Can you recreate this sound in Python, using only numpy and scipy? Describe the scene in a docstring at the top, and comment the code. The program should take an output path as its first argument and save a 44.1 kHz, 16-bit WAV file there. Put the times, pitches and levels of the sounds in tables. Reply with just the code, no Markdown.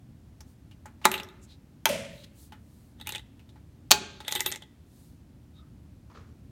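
"""In a garage, a hand works the switch panel of a parked car, close to the microphone.
It flips up a safety cover, throws the toggle under it (a relay clunks deeper in the car), turns the ignition key.
Each snap is a burst of dying noise over ringing panel modes; the swinging keys knock, ring and graze.
Fingers tick, cloth hisses, friction squeaks and far things shift, all shaped noise, with faint knocks on the dash.
Ventilation is low rumbling noise with wavering hum lines; cabin and garage echoes are decaying noise."""
import sys
import numpy as np
from scipy import signal
from scipy.fft import rfft, irfft
from scipy.io import wavfile
from scipy.ndimage import uniform_filter1d

SR = 44100
rng = np.random.default_rng(int(sys.argv[2]) if len(sys.argv) > 2 else 0)


def waveform_to_disk(signal):
    """Save audio, clipped to [-1, 1], as 16-bit WAV at the path in sys.argv[1]."""
    frames = np.transpose(np.atleast_2d(signal))
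    scaled = np.clip(frames, -1, 1) * 32767
    samples = np.round(scaled).astype(np.int16)
    wavfile.write(sys.argv[1], SR, samples)


N = 287072  # length in samples
T = np.arange(SR) / SR  # the second after a blow


def amp(db):
    """Decibels to gain."""
    return 10 ** (np.asarray(db) / 20)


def unit(x):
    """Scales to rms 1."""
    return x / np.sqrt(np.mean(x ** 2) + 1e-20)


def read(points, hz):
    """Reads a table on a log-frequency axis."""
    f, value = np.transpose(points)
    return np.interp(np.log(hz + 1), np.log(f + 1), value)


def add(mix, s, sound):
    """Lays a sound into the mix at time s."""
    part = mix[round(s * SR):][:len(sound)]
    part += sound[:len(part)]


def dying(t60, t=T):
    """Envelope that falls 60 dB in t60 seconds."""
    return np.exp(-np.log(1000) * t / np.maximum(t60, 1e-3))


def swell(s, length):
    """A smooth rise and fall around time s."""
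    return np.exp(-2 * ((np.arange(N) / SR - s) / length) ** 2)


def noise(spectrum, size=SR):
    """Noise of rms 1 with the given spectrum."""
    hz = np.fft.rfftfreq(size, 1 / SR)
    white = rng.standard_normal(size)
    return unit(irfft(rfft(white) * amp(read(spectrum, hz)), size))


def chatter(depth_db):
    """A gain that flutters at random, as loose parts shake; the depth is rms."""
    return amp(depth_db * noise([(80, 0), (300, -30), (1000, -90)]))


def colour(x, db):
    """Causal minimum-phase filter with the given level in each bin, so that attacks stay sharp."""
    # folding the cepstrum forward in time makes the filter causal
    cepstrum = irfft(np.log(amp(np.maximum(db, -100))), len(x))
    cepstrum[1:len(x) // 2] *= 2
    cepstrum[len(x) // 2 + 1:] = 0
    return irfft(rfft(x) * np.exp(rfft(cepstrum)), len(x))


def burst(spectrum, t60, size=8192):
    """A contact rings countless close modes at once: dying noise, ragged in detail and even in outline."""
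    envelope = dying(t60, T[:size])
    x = rng.standard_normal(size) * envelope
    smooth_power = uniform_filter1d(abs(rfft(x)) ** 2, size=90)
    outline_db = 10 * np.log10(smooth_power + 1e-12)
    x = colour(x, read(spectrum, np.fft.rfftfreq(size, 1 / SR)) - outline_db)
    # as much energy as the bare envelope
    return x * np.linalg.norm(envelope) / np.linalg.norm(x)


def ring(modes, spread_db=0, size=SR):
    """Dying sines of alternating sign; where the blow lands changes the share of each."""
    t = T[:size]
    signs = (-1) ** np.arange(len(modes))
    shares = amp(spread_db * rng.uniform(-1, 1, len(modes))) * signs
    out = np.zeros(size)
    for share, (hz, db, t60) in zip(shares, modes):
        out += share * amp(db) * dying(t60, t) * np.sin(2 * np.pi * hz * t)
    return out


def fade_by_band(x, t60s):
    """Lets each frequency die at its own speed."""
    hz, t, z = signal.stft(x, SR, nperseg=256)
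    faded = z * dying(read(t60s, hz)[:, None], t)
    return signal.istft(faded, SR, nperseg=256)[1][:len(x)]


def hump(hz, low_db, high_db, skirt_db):
    """A resonance at hz on broad shoulders, with their levels three octaves below and two above."""
    return [(hz / 8, low_db), (hz * 3 / 4, skirt_db), (hz, 0), (hz * 4 / 3, skirt_db), (hz * 4, high_db)]


def with_top(table, db, from_hz, full_hz):
    """A spectrum or a table of modes with its top raised by db, fully from full_hz up."""
    out = np.array(table, float)
    out[:, 1] += db * np.interp(out[:, 0], [from_hz, full_hz], [0, 1])
    return out


def varied(spectrum, spread_db):
    """Another spot is struck each time, so the colour changes."""
    return [(hz, db + spread_db * rng.standard_normal()) for hz, db in spectrum]


# Spectrum of the air noise. Each row: frequency in Hz, relative density in dB per Hz.
AIR_SPECTRUM = [(15, -51.5), (25, -20.5), (58, -4), (80, -1), (195, -9.5), (285, -11.5), (326, -16),
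                (416, -24.5), (863, -31.5), (1100, -35), (16000, -49.5)]
# Hum lines. Each row: centre frequency in Hz, level in dB before the rumble curve.
HUM_LINES = [(75.4, -68.5), (120, -68), (228, -69)]
# Ride of rumble and hum. Each row: time in seconds, gain in dB.
RUMBLE_CURVE = [(0, 0.5), (1.4, 0), (1.9, -1), (3.8, 1.5), (5, -1), (6.5, 2.5)]
AIR_DB = -52.5


def ventilation(waver_hz=3.0, lumps_db=1.0):
    """Lumpy low rumble and faint even hiss, with hum lines of wavering pitch (waver and lumps are rms)."""
    drift = [(4, 0), (16, -40), (60, -120)]
    hum = np.zeros(N)
    for hz, db in HUM_LINES:
        pitch = hz + waver_hz * noise(drift, N)
        hum += amp(db) * unit(np.sin(2 * np.pi * np.cumsum(pitch) / SR))
    air = noise(AIR_SPECTRUM, N) * amp(AIR_DB)
    rumble = signal.sosfiltfilt(signal.butter(N=2, Wn=350, fs=SR, output="sos"), air)
    hiss = air - rumble
    level_db = np.interp(np.arange(N) / SR, *np.transpose(RUMBLE_CURVE))
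    return hiss + (rumble + hum) * amp(level_db + lumps_db * noise(drift, N))


# Things shifting far off in the garage. Each row: start in seconds, level in dB before chatter and dulling,
# centre in Hz, rise in seconds, 60 dB decay in seconds.
FAR_HITS = [(6.099, -52.5, 986, 0.0011, 0.21), (6.136, -59, 4180, 0.017, .25),
            (6.141, -53, 1238, .008, 0.49), (6.151, -58.5, 450, 0.006, 0.96),
            (6.155, -67, 2200, 0.012, 0.48)]
FAR_TOP_HZ = 6860


def far_knocks():
    """Distant knocks are ragged, each around its own resonance, with the top dulled."""
    out = np.zeros(N)
    for s, db, hz, rise, t60 in FAR_HITS:
        clatter = noise(hump(hz, low_db=-10, high_db=-26, skirt_db=-10)) * chatter(depth_db=3)
        add(out, s, amp(db) * clatter * dying(t60) * np.minimum(T / rise, 1))
    return signal.sosfilt(signal.butter(N=6, Wn=FAR_TOP_HZ, fs=SR, output="sos"), out)


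# Sleeve and skin brush the panel as the arm moves in and out.
# Each row: middle in seconds, length in seconds, peak level in dB.
ARM_SWISHES = [(.5, 0.063, -69.5), (2.18, 0.12, -64.5), (2.42, 0.083, -58), (2.782, 0.23, -69.5),
               (5.013, 0.17, -65.5)]
# Spectrum of the cloth. Each row: frequency in Hz, relative density in dB per Hz.
SLEEVE_SPECTRUM = [(1000, -65), (3000, 3.5), (4200, 12), (5200, 8), (8500, 12), (12000, 9.5), (16000, 7.5)]


def sleeve():
    """Cloth hisses with each move of the arm."""
    moves = sum(amp(db) * swell(s, length) for s, length, db in ARM_SWISHES)
    return noise(SLEEVE_SPECTRUM, N) * moves


# Faint rubs and squeaks. Each row: middle in seconds, length in seconds, pitch in Hz, bandwidth in Hz,
# peak level in dB.
SQUEAK_LIST = [(1.051, 0.0084, 2700, 300, -28), (1.44, 0.026, 7100, 1615, -59),
               (1.517, 0.044, 3850, 700, -58), (2.208, 0.081, 3910, 400, -60),
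               (2.244, 0.011, 3530, 1490, -50), (5.581, 0.042, 3700, 150, -63),
               (5.625, 0.071, 1263, 50.2, -67)]


def squeaks():
    """Friction sings briefly in a narrow resonance."""
    out = np.zeros(N)
    for s, length, hz, width, db in SQUEAK_LIST:
        b, a = signal.iirpeak(hz, hz / width, fs=SR)
        tone = unit(signal.lfilter(b, a, rng.standard_normal(N)))
        out += amp(db) * swell(s, length) * tone
    return out


# Spectrum of the clunk. Each row: frequency in Hz, relative density in dB per Hz.
RELAY_SPECTRUM = [(59, -38.5), (100, -14.5), (229, -4), (350, -31.5), (600, 2), (800, -28), (910, -21),
                  (1520, -23), (2080, -13), (3320, -17.5), (3780, -22), (9410, -24), (16000, -37.5)]
# Decay of the clunk. Each row: frequency in Hz, 60 dB decay in seconds.
RELAY_DECAY = [(200, 1), (600, 0.59), (1300, 0.64), (3000, 0.69), (8000, 0.52), (15000, 0.35)]
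# Ringing of the car body. Each row: frequency in Hz, level in dB before chatter, 60 dB decay in seconds.
CAR_BODY_MODES = [(135.2, -44, 0.72), (222.6, -34.5, 0.51), (445, -47, 0.71), (554, -35, .7),
                  (588, -35.5, 0.69), (654, -39, 0.61)]
RELAY_S, RELAY_DB, RELAY_RISE_S = 1.888, -29, 0.0026  # the level is that of the wash


def relay():
    """A heavy relay closes out of sight: it arrives as body resonances and a chattering wash of echoes."""
    out = np.zeros(N)
    wash = amp(RELAY_DB) * fade_by_band(noise(RELAY_SPECTRUM), RELAY_DECAY) * chatter(depth_db=1.0)
    body = ring(CAR_BODY_MODES) * chatter(depth_db=3.0)
    add(out, RELAY_S, (wash + body) * np.minimum(T / RELAY_RISE_S, 1))
    return out


# Decay of the garage. Each row: frequency in Hz, 60 dB decay in seconds.
GARAGE_DECAY = [(200, 0.71), (1400, 0.62), (3700, 0.73), (7000, 0.54), (14000, 0.13)]
# Colour of the garage echo. 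Each row: frequency in Hz, relative level in dB.
GARAGE_COLOUR = [(150, -1.5), (400, -4), (900, -18), (1600, -11.5), (4200, -21), (7000, -22), (9000, -21.5),
                 (15000, -28.5)]
CABIN_T60 = 0.14  # seconds


def in_room(x, cabin_db, garage_db, cabin_rise_s=0.0013, garage_rise_s=0.016):
    """The direct sound, quick reflections in the cabin, then the long tail of the garage."""
    cabin = rng.standard_normal(SR) * dying(CABIN_T60) * np.minimum(T / cabin_rise_s, 1)
    cabin /= np.linalg.norm(cabin)
    garage = fade_by_band(rng.standard_normal(SR), GARAGE_DECAY)
    garage /= np.linalg.norm(garage)
    garage = colour(garage, read(GARAGE_COLOUR, np.fft.rfftfreq(SR, 1 / SR)))
    garage *= np.minimum(T / garage_rise_s, 1)
    response = amp(cabin_db) * cabin + amp(garage_db) * garage
    return x + signal.fftconvolve(x, response)[:N]


# Fingers tapping small parts. Each row: start in seconds, relative tick level in dB,
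# resonance of the part in Hz, relative push on the panel in dB.
FINGER_TAPS = [(0.406, -38.5, 5730, -59), (0.7122, -48, 2880, -72), (0.857, -41, 6890, -45),
               (2.5219, -42.5, 2945, -47), (3.3942, -50.5, 2640, -77), (3.491, -50, 3650, -71),
               (3.558, -60, 3950, -57.5), (4.2035, -35.5, 3600, -45)]
# Edge on edge, for nails and keys. Each row: frequency in Hz, relative density in dB per Hz.
TICK_SPECTRUM = [(500, -32), (2000, -12.5), (4500, -6), (6500, 1.5), (9000, -1), (11000, -2.5),
                 (14000, 1.5), (16000, -16)]
# Ringing of the switch panel, also under keys and switches.
# Each row: frequency in Hz, relative level in dB, 60 dB decay in seconds.
PANEL_RING = [(378, -16, .12), (545, -22, .07), (858, 0, .07), (1255, -13, .05), (1585, -18, .08),
              (1930, -15, .05)]
TOUCH_TICK_DB, TOUCH_PANEL_DB = -7.5, 4.5
TOUCH_BODY_DB, TOUCH_BODY_HZ, TOUCH_T60 = -6.5, 1460, 0.2  # dull knock of the plastic around the part
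TOUCH_EDGE_DB, TOUCH_EDGE_T60 = -20, 0.011  # the fingernail
PART_CYCLES = 270  # a small part dies away in this many cycles, so the highest are the crispest


def fingers():
    """Light touches: a small part ticks at its own resonance, and the push knocks and rings the panel."""
    out = np.zeros(N)
    plastic = hump(TOUCH_BODY_HZ, low_db=-9.0, high_db=-26.5, skirt_db=-3)
    for s, tick_db, hz, push_db in FINGER_TAPS:
        part = hump(hz, low_db=-11, high_db=-26, skirt_db=-11)
        panel = amp(TOUCH_PANEL_DB) * ring(PANEL_RING, size=8192)
        add(panel, 0, amp(TOUCH_BODY_DB) * burst(plastic, TOUCH_T60))
        add(out, s, amp(tick_db + TOUCH_TICK_DB) * burst(part, PART_CYCLES / hz))
        add(out, s, amp(push_db) * panel)
        add(out, s, amp(tick_db + TOUCH_EDGE_DB) * burst(TICK_SPECTRUM, TOUCH_EDGE_T60))
    return out


# The heavy key head swings into the dash. Each row: start in seconds, level in dB.
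DASH_HITS = [(4.360, -38), (4.461, -39.5)]
# Ringing of the dash shell. Each row: frequency in Hz, relative level in dB, 60 dB decay in seconds.
DASH_RING = [(370, -2.5, 0.3), (484, -14, 0.49)]


def dash():
    """The dash shell answers the heaviest swings with a hollow thud."""
    out = np.zeros(N)
    for s, db in DASH_HITS:
        add(out, s, amp(db) * ring(DASH_RING, size=12000))
    return out


# The key bunch on the dash. Each row: frequency in Hz, relative density in dB per Hz.
CLACK_SPECTRUM = [(150, -22.5), (400, 1), (1100, -7.5), (1950, 5.5), (2300, -8), (3600, 6), (4800, -12.5),
                  (6500, -19.5), (10000, -13.5), (16000, -31)]
# Ringing of the keys, before each knock varies it.
# Each row: frequency in Hz, relative level in dB, 60 dB decay in seconds.
KEY_RING = [(1990, -4, .09), (2645, -1, .085), (3140, -4, .06), (3520, -1, .055), (3830, -3, .07),
            (6500, -7, .05), (7520, -9, .07), (8290, -7, .055), (10720, -11, .13), (12350, -14, .2),
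            (13290, -6, .12), (13460, -8, .09)]
KEY_TICK_DB, KEY_CLACK_DB = 2, -9  # how well an edge and a flat radiate
KEY_RING_DB, KEY_PANEL_DB = -17.5, -17  # the keys ring with the clack; the panel answers the whole knock
KEY_NOTE_DB, KEY_CYCLES = -7.5, 110  # the struck key's note: level over the clack, cycles until it dies
# a clack this hard parts the keys to ring freely; softer ones keep at least this share of the ring time
FREE_DB, HELD_SHARE = -16.5, 0.5
# the thin split ring takes over the top of each knock across this range; its share in tick and ringing
PING_FROM_HZ, PING_FULL_HZ = 9000, 11400
PING_TICK_DB, PING_RING_DB = 2.5, 16


def knock(clack_db, tick_db, ping_db, hz, tick_t60=0.0083, clack_t60=0.023, ring_spread_db=7):
    """One contact of the keys: sharp tick, duller clack, the struck key's note, ringing keys and panel."""
    # the keys lean on one another differently at each knock, which shifts their pitch and damping
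    lean = 1 + rng.uniform(-1, 1, (len(KEY_RING), 3)) * [.01, 0, .35]
    freedom = np.clip(amp(clack_db - FREE_DB), HELD_SHARE, 1)
    modes = with_top(KEY_RING, ping_db - clack_db + PING_RING_DB, PING_FROM_HZ, PING_FULL_HZ)
    modes = modes * lean * [1, 1, freedom]
    tick = with_top(TICK_SPECTRUM, ping_db - tick_db + PING_TICK_DB, PING_FROM_HZ, PING_FULL_HZ)
    tick = varied(tick, spread_db=2.0)
    key = hump(hz, low_db=-33, high_db=-39.5, skirt_db=-25)
    edge_gain = amp(KEY_TICK_DB) * np.hypot(amp(tick_db), amp(ping_db))
    panel_gain = amp(KEY_PANEL_DB) * np.hypot(amp(clack_db), amp(tick_db))

    out = amp(clack_db + KEY_RING_DB) * ring(modes, ring_spread_db, size=12000)
    add(out, 0, edge_gain * burst(tick, tick_t60))
    add(out, 0, amp(clack_db + KEY_CLACK_DB) * burst(varied(CLACK_SPECTRUM, spread_db=3), clack_t60))
    add(out, 0, amp(clack_db + KEY_NOTE_DB) * burst(key, KEY_CYCLES / hz))
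    add(out, 0, panel_gain * ring(PANEL_RING, spread_db=6.5, size=8192))
    return out


# While the bunch swings, the keys also graze one another at random.
# Each row: start in seconds, end in seconds, typical clack level in dB fed to the knock.
KEY_SWINGS = [(1.113, 1.21, -40), (3.06, 3.189, -39.5), (4.283, 4.391, -29), (4.457, 4.552, -32.5)]
GRAZES_PER_S, GRAZE_SPREAD_DB = 60, 2.5
GRAZE_TICK_DB, GRAZE_PING_DB = -18, -23  # relative to the clack
GRAZE_LOW_HZ, GRAZE_HIGH_HZ = 2000, 4320  # range of the keys that graze


def grazes():
    """Faint stray contacts between the knocks, one at a random moment of each short slot."""
    out = np.zeros(N)
    for start, end, db in KEY_SWINGS:
        slots = np.arange(start, end, 1 / GRAZES_PER_S)
        delays = rng.random(len(slots)) / GRAZES_PER_S
        levels_db = db + GRAZE_SPREAD_DB * rng.standard_normal(len(slots))
        for s, clack_db in zip(slots + delays, levels_db):
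            hz = rng.uniform(GRAZE_LOW_HZ, GRAZE_HIGH_HZ)
            add(out, s, knock(clack_db, clack_db + GRAZE_TICK_DB, clack_db + GRAZE_PING_DB, hz))
    return out


# Knocks of the swinging keys, shaken by the cover, the hand and the lock. Each row: nominal time in seconds,
# just ahead of the contact, clack of the flat, tick of the edge and ping of the thin split ring in relative dB,
# note of the struck key in Hz.
KEY_KNOCKS = [(1.1153, -22.5, -26, -30, 2630), (1.1399, -16.5, -48, -33, 2680),
              (1.1777, -26.5, -49, -54, 3830), (1.1984, -27.5, -54, -51, 2670),
              (1.2324, -34.5, -50, -49, 5590), (1.2873, -44.5, -56, -62, 3790),
              (2.9994, -41.5, -57, -64, 3300), (3.0119, -33.5, -64, -53, 3780),
              (3.0711, -26, -32, -32.5, 2630), (3.0911, -26, -32, -33.5, 2730),
              (3.122, -27.5, -31.5, -44, 3770), (3.1487, -22.5, -50, -52, 3210),
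              (3.1574, -27.5, -35, -51, 2620), (3.1804, -34.5, -44, -61, 3760),
              (4.2478, -36.5, -60, -71, 3470), (4.2801, -19.5, -28.5, -39, 3500),
              (4.3155, -36, -35, -38, 6410), (4.323, -19.5, -21, -33, 3730),
              (4.3517, -23, -25, -28.5, 3700), (4.358, -17, -41, -32, 3260), (4.394, -27, -48, -42, 3500),
              (4.4051, -22, -18, -28, 2000), (4.4613, -15.5, -23.5, -25.5, 3600),
              (4.5164, -28, -29, -52, 1970), (4.5228, -27.5, -24, -44, 3700),
              (4.5585, -30.5, -35, -51, 6520), (4.6216, -35, -50, -69, 3280)]
CONTACT_DELAY_S = 0.0005  # each contact comes this long after its listed time
# the bounce: mean delay, level, relative spread of the delay; it loses more of its tick and ping
REBOUND_S, REBOUND_DB, REBOUND_SCATTER = 0.011, -11, 0.3
REBOUND_TICK_DB = -27


def keys(slide_db=-25, slide_s=0.096):
    """Keys slide over one another, knock, and bounce once more softly."""
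    out = np.zeros(N)
    for s, clack_db, tick_db, ping_db, hz in KEY_KNOCKS:
        lands = s + CONTACT_DELAY_S
        # a short scrape, a decay played backwards, grows until the contact
        slide = burst(CLACK_SPECTRUM, slide_s)[::-1]
        add(out, lands - len(slide) / SR, amp(clack_db + slide_db) * slide)
        add(out, lands, knock(clack_db, tick_db, ping_db, hz))
        flight = REBOUND_S * (1 + REBOUND_SCATTER * rng.uniform(-1, 1))
        bounce = knock(clack_db + REBOUND_DB, tick_db + REBOUND_TICK_DB, ping_db + REBOUND_TICK_DB, hz)
        add(out, lands + flight, bounce)
    return out


TREBLE_FROM_HZ, TREBLE_FULL_HZ = 5800, 7000  # the treble column of a blow acts across this range


def switch(blows, spectrum, modes, panel_pitch=1):
    """Each blow cracks and shakes the panel, pitched by the hand; the hardest also rings the switch itself."""
    out = np.zeros(N)
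    panel = ring(np.array(PANEL_RING) * [panel_pitch, 1, 1], size=8192)
    for s, crack_db, t60, panel_db, treble_db in blows:
        crack = burst(with_top(spectrum, treble_db, TREBLE_FROM_HZ, TREBLE_FULL_HZ), t60)
        add(out, s, amp(crack_db) * crack + amp(panel_db) * panel)
    hardest = max(blows, key=lambda row: row[1])
    add(out, hardest[0], ring(modes, size=16000))
    return out


# Blows of the sprung cover. Each row: start in seconds, crack level in dB, 60 dB decay of the crack
# in seconds, panel ring in dB, treble lift in dB.
COVER_HITS = [(1.015, -55.5, 0.48, -49, -7.5), (1.0458, -37, 0.072, -40.5, -3),
              (1.0539, -5.5, 0.016, -10.5, 2), (1.0571, -19, 0.054, -23, -7)]
# Spectrum of its crack. Each row: frequency in Hz, relative density in dB per Hz.
COVER_SPECTRUM = [(60, -35), (200, -9), (400, -14.5), (650, -5.5), (1000, -1), (1400, -6), (1650, -6),
                  (2200, -3.5), (3000, -16), (3900, -7.5), (4800, -15.5), (7000, -11.5), (16000, -22)]
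# Ringing of the cover. Each row: frequency in Hz, level in dB, 60 dB decay in seconds.
COVER_RING = [(404.2, -29.5, 0.12), (950, -21, 0.1), (1200, -25.5, 0.09), (1400, -13, 0.022),
              (1933, -22, 0.11), (3875, -25.5, 0.097), (7200, -25.5, 0.03)]


def cover():
    """The sprung safety cover snaps up: blows of dying noise over its own ringing and the panel's."""
    return switch(COVER_HITS, COVER_SPECTRUM, COVER_RING)


# Blows of the toggle, then the bright contact tick of the relay. Each row: start in seconds,
# crack level in dB, 60 dB decay of the crack in seconds, panel ring in dB, treble lift in dB.
TOGGLE_HITS = [(1.8560, -9, 0.015, -31, 0), (1.8629, -27.5, 0.068, -20, -12), (1.8912, -30, 0.027, -50, 10)]
# Spectrum of these cracks. Each row: frequency in Hz, relative density in dB per Hz.
TOGGLE_SPECTRUM = [(100, -41.5), (350, -18.5), (550, 1), (1400, 3.5), (2000, 1), (3200, 4), (4500, -5.5),
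                   (6500, 0.5), (7500, -8), (13500, -3.5), (16000, -14)]
# Ringing of the toggle. Each row: frequency in Hz, level in dB, 60 dB decay in seconds.
TOGGLE_RING = [(2355, -25, .07), (2630, -25, .07), (3220, -24, .06), (6550, -21, .014)]


def toggle():
    """The toggle cracks and the relay contact ticks, with the panel pitched slightly up under the hand."""
    return switch(TOGGLE_HITS, TOGGLE_SPECTRUM, TOGGLE_RING, panel_pitch=1.035)


# Blows of the lock springing over its detent. Each row: start in seconds, crack level in dB,
# 60 dB decay of the crack in seconds, panel ring in dB, treble lift in dB.
LOCK_HITS = [(3.9068, -20, 0.029, -34, -1.5), (3.9107, -3, 0.0079, -15, 2.5), (3.9154, 3.5, 0.0092, -20, 2),
             (3.9214, -9.5, 0.0091, -25.5, -3.5), (3.924, -20.5, .09, -26, -11.5)]
# Spectrum of its crack. Each row: frequency in Hz, relative density in dB per Hz.
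LOCK_SPECTRUM = [(50, -15.5), (150, -14), (300, -16), (550, -11), (1200, -7), (1800, -14.5), (2500, -7),
                 (4300, -2), (5000, -8.5), (6800, -3), (8500, -13.5), (16000, -17.5)]
# Ringing of the lock. Each row: frequency in Hz, level in dB, 60 dB decay in seconds.
LOCK_RING = [(432, -30, .2), (844.5, -23.5, .25), (1587, -26, 0.18), (2519, -23.5, 0.1),
             (3192, -24.5, 0.12), (3480, -23, 0.037), (4110, -13.5, 0.031), (4526, -15.5, 0.082),
             (5850, -16, 0.05), (6800, -19.5, 0.044)]


def lock():
    """The ignition lock springs over its detent: a tight run of cracks that rings lock and panel."""
    return switch(LOCK_HITS, LOCK_SPECTRUM, LOCK_RING)


def scene():
    """Cover, toggle, lock and keys in the cabin, over the sounds of the garage."""
    background = ventilation() + far_knocks() + sleeve() + squeaks() + relay()
    small = in_room(fingers() + dash() + grazes() + keys(), cabin_db=-11.5, garage_db=-8.5)
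    near = small + in_room(cover(), cabin_db=-15.0, garage_db=-2.5)
    near += in_room(toggle(), cabin_db=-9.5, garage_db=-1.0)
    near += in_room(lock(), cabin_db=-16.0, garage_db=-2.0)
    # small parts radiate almost no bass
    near = signal.sosfilt(signal.butter(N=2, Wn=120, btype="high", fs=SR, output="sos"), near)
    return (background + near)[None]


EDGE_HZ = 16300  # upper band limit


def record(dry):
    """The microphone drops the deepest bass, peaks beyond full scale clip; then the band limit."""
    thinned = signal.sosfilt(signal.butter(N=4, Wn=38, btype="high", fs=SR, output="sos"), dry)
    clipped = np.clip(thinned, -1, 1)
    lowpass = signal.firwin(255, EDGE_HZ, window=("kaiser", 8), fs=SR)
    return signal.oaconvolve(clipped, lowpass[None], "same")


dry = scene()
out = record(dry)
waveform_to_disk(out)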